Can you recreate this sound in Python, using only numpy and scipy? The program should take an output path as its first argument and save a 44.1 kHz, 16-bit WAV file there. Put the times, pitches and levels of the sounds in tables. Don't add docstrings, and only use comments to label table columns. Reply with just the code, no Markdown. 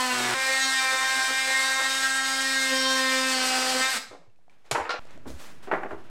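import sys
import numpy as np
from scipy import signal
from scipy.fft import rfft, irfft
from scipy.io import wavfile
from scipy.ndimage import uniform_filter1d

SR = 44100
rng = np.random.default_rng(int(sys.argv[2]) if len(sys.argv) > 2 else 0)


def master(y):
    cut = np.clip(np.atleast_2d(y).T, -1, 1)
    pcm = np.round(cut * 32767)
    wavfile.write(sys.argv[1], SR, pcm.astype(np.int16))


def volts(x):
    e = np.asarray(x, float) / 20
    return 10 ** e


N = 268995
TIME = np.arange(N) / SR
FULL_CUT_S, LAYING_S = .342, 4.994
STOP_S, SLOW_S, FREE_S = 3.992, 3.925, 3.88
ENTRY = TIME < FULL_CUT_S


def unit(x):
    return x / np.sqrt(np.mean(x ** 2))


def curves(spans):
    s, *columns = np.transpose(np.concatenate(spans))
    return [np.interp(TIME, s, c) for c in columns]


def band(x, lo_hz, hi_hz, order=2):
    return signal.sosfilt(signal.butter(order, [lo_hz, min(hi_hz, .45 * SR)], "band", fs=SR, output="sos"), x)


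def hiss(lo_hz, hi_hz):
    return unit(band(rng.standard_normal(N), lo_hz, hi_hz))


def colour(x, points):
    hz, db = np.transpose(points)
    f = np.arange(N // 2 + 1) * SR / N + 1
    return irfft(rfft(x) * volts(np.interp(np.log(f), np.log(hz), db)), N)


def walk(rate):
    k = int(SR / rate)
    levels = rng.standard_normal(N // 100)[:N // k + 1]
    return uniform_filter1d(uniform_filter1d(np.repeat(levels, k), k), k)[:N]


def by_depth(levels, depth):
    return np.interp(depth, np.arange(len(levels)), levels)


def peak(f, centre, width):
    return 1 / (1 + (2 * (f - centre) / width) ** 2)


# centre in Hz, decay by 60 dB in seconds.
DECAY = [(250, 0.47), (1000, 0.44), (3500, 0.43), (11000, 0.3)]


def room(x, wet_db):
    t = TIME[:SR // 2]
    tail = sum(band(rng.standard_normal(len(t)), hz / 2, hz * 2) * 1000. ** (-t / t60) for hz, t60 in DECAY)
    tail = tail * np.clip(t / 0.0073, 0, 1)
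    return x + volts(wet_db) * signal.fftconvolve(x, tail / np.sqrt(np.sum(tail ** 2)))[:N]


# time in seconds, swings in Hz, tooth level in dB, chatter from 0 to 1,
# depth from 0 (shallow) to 3 (breaking through).
CUT = [
    [(0.0, 255, -23.5, 0.23, 2.74), (.09, 252.6, -23.5, 0.04, 2.8), (.15, 247.4, -26, 0.48, 1.7),
     (.338, 243.8, -24.5, 0.75, 2.36)],
    [(.346, 264.5, -31, 0.33, -2.5), (.66, 265.1, -26.5, 0.05, 1.5), (.85, 262.5, -28, 0.2, 0.33),
     (1.2, 263.9, -28, 0.33, 0.63), (1.6, 265.3, -28, 0.15, 0.18), (2.5, 266.3, -29.5, 0.01, 1.49),
     (2.68, 265, -28.5, 0, 1.54), (2.76, 263.8, -28, 0.06, 2), (3.28, 261.5, -28.5, 0.15, 2),
     (3.4, 257.4, -26, 0.4, 2.5), (3.79, 258.2, -28, .6, 4), (3.83, 261, -24.5, .2, 0.4),
     (3.9, 263.8, -30.5, 0.32, 0.5), (3.96, 265.6, -32, 0.6, 1.24)],
]
# time in seconds, added chatter from 0 to 1, added boom in dB,
# added octave in dB.
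CATCHES = [
    (.5, 0.04, 1.5, 5.5),
    (.94, 0.32, 6, 9.5),
    (1.019, 0.17, 6, -11),
    (1.18, .25, 7.5, 7),
    (1.31, 0.14, 6.5, 8.5),
    (1.49, 0.36, 3, 6.5),
    (1.81, 0.66, 0.5, 7.5),
    (2.731, 0.2, 5, 7),
    (3.58, .1, 3, -4),
    (3.76, 0, 5, 10.5),
]


def blade_motion():
    hz, db, chatter, depth = curves(CUT)
    snag_s = 0.021
    snags = sum(np.outer(row, np.exp(-((TIME - s) / snag_s) ** 2)) for s, *row in CATCHES)
    chatter = chatter + snags[0]
    skip = chatter * np.where(ENTRY, 0.79, 0.33)
    hz = hz * (1 + .0018 * walk(10)) * (1 - 3.5 * np.clip(TIME - SLOW_S, 0, .1))
    phase = 2 * np.pi * np.cumsum(hz) / SR
    return hz, phase, db, chatter, depth, skip, snags[1], snags[2]


# frequency in Hz, level in dB per multiple of the swing rate.
TOOTH_SPECTRUM = [(700, -16.5), (1500, -9.5), (2650, 0), (3500, -6), (4600, -4), (6000, -8.5),
                  (7300, -11.5), (9000, -10)]
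# frequency in Hz, then level in dB when the cut is shallow,
# half way, deep and breaking through.
KERF_MODES = [(790, -2, -2, -8, 6), (1107, 8, -1.5, 6.5, -5.5), (1317, 3, 2, -0.5, -1.5),
              (1555, 6, 8, 4.5, 5), (1846, 4.5, 7.5, 7.5, 2), (2164, 8, 4.5, 7, -1.5),
              (2337, 9, -3.5, -18.5, -5), (3160, -11.5, -8, 1.5, -4), (3745, 4.5, 3.5, 5, -12.5),
              (4325, -4, -3, 7, 4), (4980, -20, -2.5, 2, 4.5), (5603, -13, -10, 5.5, -10),
              (6680, -10, -2, -3, -18.5), (7790, -6.5, 5.5, -13, -6.5)]


def tooth_lines(hz, phase, db, chatter, depth, skip):
    tooth_hz, tooth_db = np.transpose(TOOTH_SPECTRUM)
    shaken = phase + 0.093 * chatter * walk(200)
    teeth, halves = 0, 0
    slow = slice(None, None, SR // 200)
    for k in range(3, 35):
        f = k * hz[slow]
        power = volts(np.interp(np.log(f), np.log(tooth_hz), tooth_db)) ** 2
        for mode_hz, *levels in KERF_MODES:
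            power = power + (volts(by_depth(levels, depth[slow])) * peak(f, mode_hz, 210)) ** 2
        first = power * volts(-7.5 * np.log2(f / 1000).clip(0)) + (volts(1.5) * peak(f, 1000, 380)) ** 2
        gain = np.interp(TIME, TIME[slow], np.sqrt(np.where(ENTRY[slow], first, power)))
        gain = gain * volts(1.85 * walk(12) + 2.85 * walk(60))
        burst_phase = np.pi / 2 * k ** 2 + 1.16 * walk(9) + 0.41 * walk(70)
        teeth = teeth + gain * np.sin(k * shaken + burst_phase)
        half_phase = k * shaken - phase / 2 + 2.1 * walk(14)
        halves = halves + gain * volts(1.33 * walk(13)) * np.sin(half_phase)
    return volts(db + 2.0 - 3.2 * chatter) * (teeth + skip * halves) / np.std(teeth)


# level in dB of the swing rate when shallow, half way, deep and breaking through.
SWING_BOOM = (-47, -44.5, -34.5, -39)
OCTAVE_BOOM = (-39, -53, -35, -40)


def panel_boom(phase, chatter, depth, skip, snag_db, snag_octave_db):
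    swing_db = by_depth(SWING_BOOM, depth) + snag_db + 2.5 * chatter * walk(14)
    octave_db = by_depth(OCTAVE_BOOM, depth) + snag_octave_db + 2.9 * chatter * walk(15) + 1.7 * walk(34)
    boom = volts(swing_db) * np.sin(phase) + volts(octave_db) * np.sin(2 * phase + 0.33 * walk(8))
    skipped = np.sin(phase / 2) + 2.2 * np.sin(phase + phase / 2)
    return np.sqrt(2) * (boom + skip ** 2 * volts(-36.5) * skipped)


# frequency in Hz, density in dB per Hz.
CHIP_SPECTRUM = [(40, -32.5), (110, -23), (220, -26.5), (800, -7.5), (1600, -5.5), (8200, -6), (10000, -12),
                 (15700, -24.5)]
# frequency in Hz, width in Hz, level in dB.
BLADE_MODES = [(1700, 1500, -7), (4060, 600, -6), (5100, 600, -8), (7980, 340, 0), (11200, 130, -14.5)]


def chip_hiss(phase, chatter, depth):
    gate = 1 + 0.21 * np.sin(phase) + 0.59 * np.sin(2 * phase + 1.9)
    grit = rng.standard_normal(N) * volts(1.1 * rng.exponential(1, N)) * gate
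    chips = colour(grit, CHIP_SPECTRUM)
    ring = 0
    for hz, width, db in BLADE_MODES:
        mode = unit(band(grit, hz - width / 2, hz + width / 2, order=1))
        ring = ring + volts(db) * mode * volts(3.0 * walk(5))
    chips = chips / np.std(band(chips, 1800, 12000)) + volts(-14.0) * ring
    level_db = -35.5 + 1.6 * chatter + .5 * np.where(ENTRY, 0, depth - 1)
    return chips * volts(level_db + 1.5 * walk(35))


def tearing(phase, db, chatter, skip):
    strokes = np.exp(9.0 * np.cos(phase)) * volts(3.0 * walk(260)) * (1 + skip * np.sin(phase / 2))
    return chatter * volts(db - 2.5) * unit(band(strokes * (1 + 1.1 * hiss(440, 3000)), 350, 2800))


# frequency in Hz, level in dB, ring in seconds.
FREE_MODES = [(6600, -49, .22), (8950, -48.5, .3), (11400, -48.5, .24), (14200, -53, .2)]


def free_blade():
    swell = np.clip((TIME - FREE_S) / .03, 0, 1)
    since_brake = np.clip(TIME - SLOW_S, 0, 1)
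    return sum(volts(db) * hiss(hz - 70, hz + 70) * swell * 1000. ** (-since_brake / ring)
               for hz, db, ring in FREE_MODES)


def saw():
    hz, phase, db, chatter, depth, skip, snag_db, snag_octave_db = blade_motion()
    blade = tooth_lines(hz, phase, db, chatter, depth, skip)
    blade = blade + chip_hiss(phase, chatter, depth) + tearing(phase, db, chatter, skip)
    boom = panel_boom(phase, chatter, depth, skip, snag_db, snag_octave_db)
    running = np.clip((STOP_S - TIME) / 0.02, 0, 1)
    return blade * running + free_blade(), boom * running


def knocks(events, modes, crack_hz, body_db, own_db, low_hz, order):
    out, t = np.zeros(N + SR), TIME[:SR // 3]
    for s, db, hz, bright_db, ring in events:
        body = 0
        for mode_hz, mode_db, t60 in modes:
            chance_db, detune = 1.7 * rng.standard_normal(), 0.031 * rng.standard_normal()
            tone = np.sin(2 * np.pi * mode_hz * (1 + detune) * t)
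            body = body + volts(mode_db + chance_db) * tone * 1000. ** (-t / min(t60, ring))
        fade = 1000. ** (-t / ring)
        noise = rng.standard_normal(len(t))
        own = np.sin(2 * np.pi * hz * t) * fade
        rattle = unit(band(noise, hz / 2.14, hz * 2.09)) * fade
        dull = volts(body_db) * body / np.max(np.abs(body)) + volts(own_db) * own + 0.42 * rattle
        dull = band(dull, low_hz, 2500, order=order)
        crack = unit(band(noise, *np.multiply(crack_hz, volts(4.5 + 0.51 * bright_db)), order=order)) * fade
        i = int(s * SR)
        out[i:i + len(t)] += volts(db + 1.5) * (dull / np.max(np.abs(dull)) + volts(bright_db) * crack)
    return out[:N]


# start in seconds, peak in dB, pitch in Hz, brightness in dB, ring in seconds.
BOUNCES = [(4.111, -37.5, 390, -34, 0.1), (4.129, -40.5, 535, -20, 0.078), (4.149, -37.5, 435, -26, 0.058),
           (4.179, -54, 532, -22, 0.08), (4.661, -57, 705, -7, 0.09), (4.712, -26, 1540, -1.5, 0.053),
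           (4.712, -18.5, 685, -8.5, 0.076), (4.749, -17.5, 904, -34, 0.11), (4.755, -20, 1000, -40, 0.08),
           (4.764, -26, 770, -38, 0.11), (4.779, -17.5, 510, -43, 0.052), (4.799, -21, 800, -43, 0.12),
           (4.852, -28, 1260, -36, 0.18), (4.893, -17.5, 1380, -15, 0.071), (4.904, -18, 1390, -14, 0.13),
           (4.939, -24, 770, -21, 0.077), (4.959, -29, 1320, -27, 0.083)]
# frequency in Hz, level in dB, ring in seconds.
FLOOR_MODES = [(484, -1.5, 0.15), (786, -4, 0.11), (885, -19, 5.0), (1120, -5, 0.34), (1224, -8, 0.87),
               (1362, -15, 5.0), (2220, -8, 0.57), (2330, -11, 5.0)]


def falling_block():
    return knocks(BOUNCES, FLOOR_MODES, (2200, 7000), -8.5, -9.5, 290, order=3)


# start in seconds, peak in dB, pitch in Hz, brightness in dB, ring in seconds.
CONTACTS = [(5.256, -37, 523, -46, 0.064), (5.262, -34.5, 265, -35, 0.25), (5.274, -46, 555, -21, 0.066),
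            (5.673, -34.5, 302, -19, 0.071), (5.678, -32, 389, -23, 0.61), (5.714, -14.5, 883, -48, 0.1),
            (5.727, -18.5, 372, -35, 0.043), (5.737, -15, 810, -24, 0.056),
            (5.747, -19.5, 770, -21.5, 0.09), (5.779, -33, 840, -29, 0.045),
            (5.833, -23.5, 816, -25, 0.054), (5.847, -25.5, 387, -34, 0.11), (5.859, -32, 754, -32, 0.08),
            (5.908, -26.5, 624, -24, 0.12), (5.929, -28, 404, -45, 0.06), (5.944, -37.5, 370, -30, 0.08)]
# frequency in Hz, level in dB, ring in seconds.
CABINET_MODES = [(369, 16, 0.18), (610, 4, 0.17), (770, 13.5, 0.12), (910, -21, 0.28), (1075, 1, 0.19),
                 (1460, 7, 0.22), (1610, -16, 0.28), (1830, -13, 0.068), (2056, -32, 0.58),
                 (2760, -20, 0.063)]


def laid_block():
    return knocks(CONTACTS, CABINET_MODES, (2900, 6000), -9.0, -8.5, 200, order=4)


# start in seconds, peak in dB, frequency in Hz, ring in seconds.
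BUMPS = [(4.13, -47, 282, 0.1), (4.19, -54, 170, 0.093), (4.091, -52, 99, 0.077), (4.277, -47.5, 109, 0.05),
         (4.38, -60, 62.25, 0.064), (4.719, -25, 131, 0.046), (4.799, -37, 75.4, 0.079),
         (5.259, -40, 80, 0.07), (5.299, -35, 61.9, 0.077), (5.337, -30, 75.4, 0.057),
         (5.735, -36.5, 193, 0.095), (5.918, -40, 82.4, 0.079)]


def thuds():
    out = 0
    for s, db, hz, ring in BUMPS:
        t = np.clip(TIME - s, 0, 1)
        out = out + volts(db) * np.sin(2 * np.pi * hz * t) * 1000. ** (-t / ring / 2) * (1 - np.exp(-t / 0.0052))
    return out


# start in seconds, peak in dB, pitch in Hz, brightness in dB.
CLICKS = [(4.299, -62, 2700, -11.5), (4.36, -65, 2530, -3), (4.389, -55, 751, -26),
          (4.481, -46.5, 740, -25), (4.497, -50, 2340, -11.5), (4.568, -58.5, 603, -17),
          (4.644, -55, 750, -10.5), (5.022, -46, 690, -11), (5.053, -41, 600, -13), (5.071, -45, 786, -5),
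          (5.108, -41.5, 580, -8), (5.176, -39, 617, -13), (5.303, -32, 577, -9), (5.834, -30, 810, -23),
          (5.908, -40, 636, -31)]


def ticks():
    out, t = np.zeros(N + SR), TIME[:SR // 20]
    for s, db, hz, bright_db in CLICKS:
        noise = unit(band(rng.standard_normal(len(t)), 1400, 7600, order=4))
        snap = volts(bright_db) * noise * np.exp(-t / 0.0017)
        i = int(s * SR)
        out[i:i + len(t)] += volts(db) * (np.sin(2 * np.pi * hz * t) * np.exp(-t / 0.0027) + snap)
    return out[:N]


# time in seconds, rise in seconds, fall in seconds,
# rubbing in dB, dust hiss in dB.
STROKES = [(4.5, .004, 0.68, -70.5, -86), (4.652, .006, 0.56, -61.5, -76.5), (5.0, .004, .2, -61.5, -70),
           (5.135, 0.073, 0.079, -59, -75), (5.278, .015, 0.16, -55, -50.5), (5.4, 0.018, 0.13, -57, -59),
           (5.448, .08, 0.13, -57, -53), (5.5, .08, 0.085, -55, -63), (5.63, .008, .12, -55, -57.5),
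           (5.718, .005, 0.13, -47, -60), (5.91, 0.023, .08, -68, -64), (6.05, 0.081, .1, -60, -75)]
# rubbing in dB,
# dust hiss in dB, rumble in dB.
BACKGROUND = [(-76.5, -83, -75), (-60, -74.5, -60.5)]


def hand():
    before = TIME < LAYING_S
    rub, dust, rumble = np.where(before, *volts(np.array(BACKGROUND))[:, :, None])
    for s, rise, fall, rub_db, dust_db in STROKES:
        shape = 0.072 ** np.where(TIME < s, (s - TIME) / rise, (TIME - s) / fall)
        shape = shape * (before == (s < LAYING_S))
        rub, dust = rub + volts(rub_db) * shape, dust + volts(dust_db) * shape
    rumble = rumble + volts(-14) * rub
    grains = rng.standard_normal(N) * volts(1.1 * rng.exponential(1, N))
    dust_noise = unit(colour(grains, [(1500, -9), (3500, 2.5), (8000, -0.5), (15500, -11.5)]))
    rub = rub * volts(2.0 * walk(40)) * hiss(200, 2180)
    dust = dust * volts(2.0 * walk(50)) * dust_noise
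    rumble = rumble * volts(4.5 * walk(15)) * hiss(43.0, 266)
    return (rub + dust + rumble) * (TIME > STOP_S)


def scene():
    blade, boom = saw()
    before = np.where(ENTRY, room(blade, -8.0), room(blade * (TIME > FULL_CUT_S), -7.5))
    before = before + room(boom, -17.5) + room(falling_block(), -6.5)
    after = room(laid_block(), -8.5)
    mono = np.where(TIME < LAYING_S, before, after) + hand() + thuds() + room(ticks(), -10.0)
    side = volts(-27.0 + 6.0 * walk(20)) * band(np.roll(mono, shift=97), 6000, 12400, order=4)
    return np.array([mono + side, mono - side])


def top_cut(x):
    return signal.sosfilt(signal.butter(12, 16360, fs=SR, output="sos"), x)


# time in seconds, level.
CONVERTER_OFFSET = [(0, 0.0011), (3.95, 0.0015), (4.3, 0.004), (4.7, .0042), (4.72, 0.0024),
                    (4.994, 0.0027), (4.9942, 0.015), (6.1, .0152)]


def record(dry):
    rounded = .3 * np.tanh(dry / .3)
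    limited = signal.sosfilt(signal.ellip(8, .2, 60, 15770, fs=SR, output="sos"), rounded)
    return top_cut(limited + np.interp(TIME, *np.transpose(CONVERTER_OFFSET)))


dry = scene()
out = record(dry)
master(out)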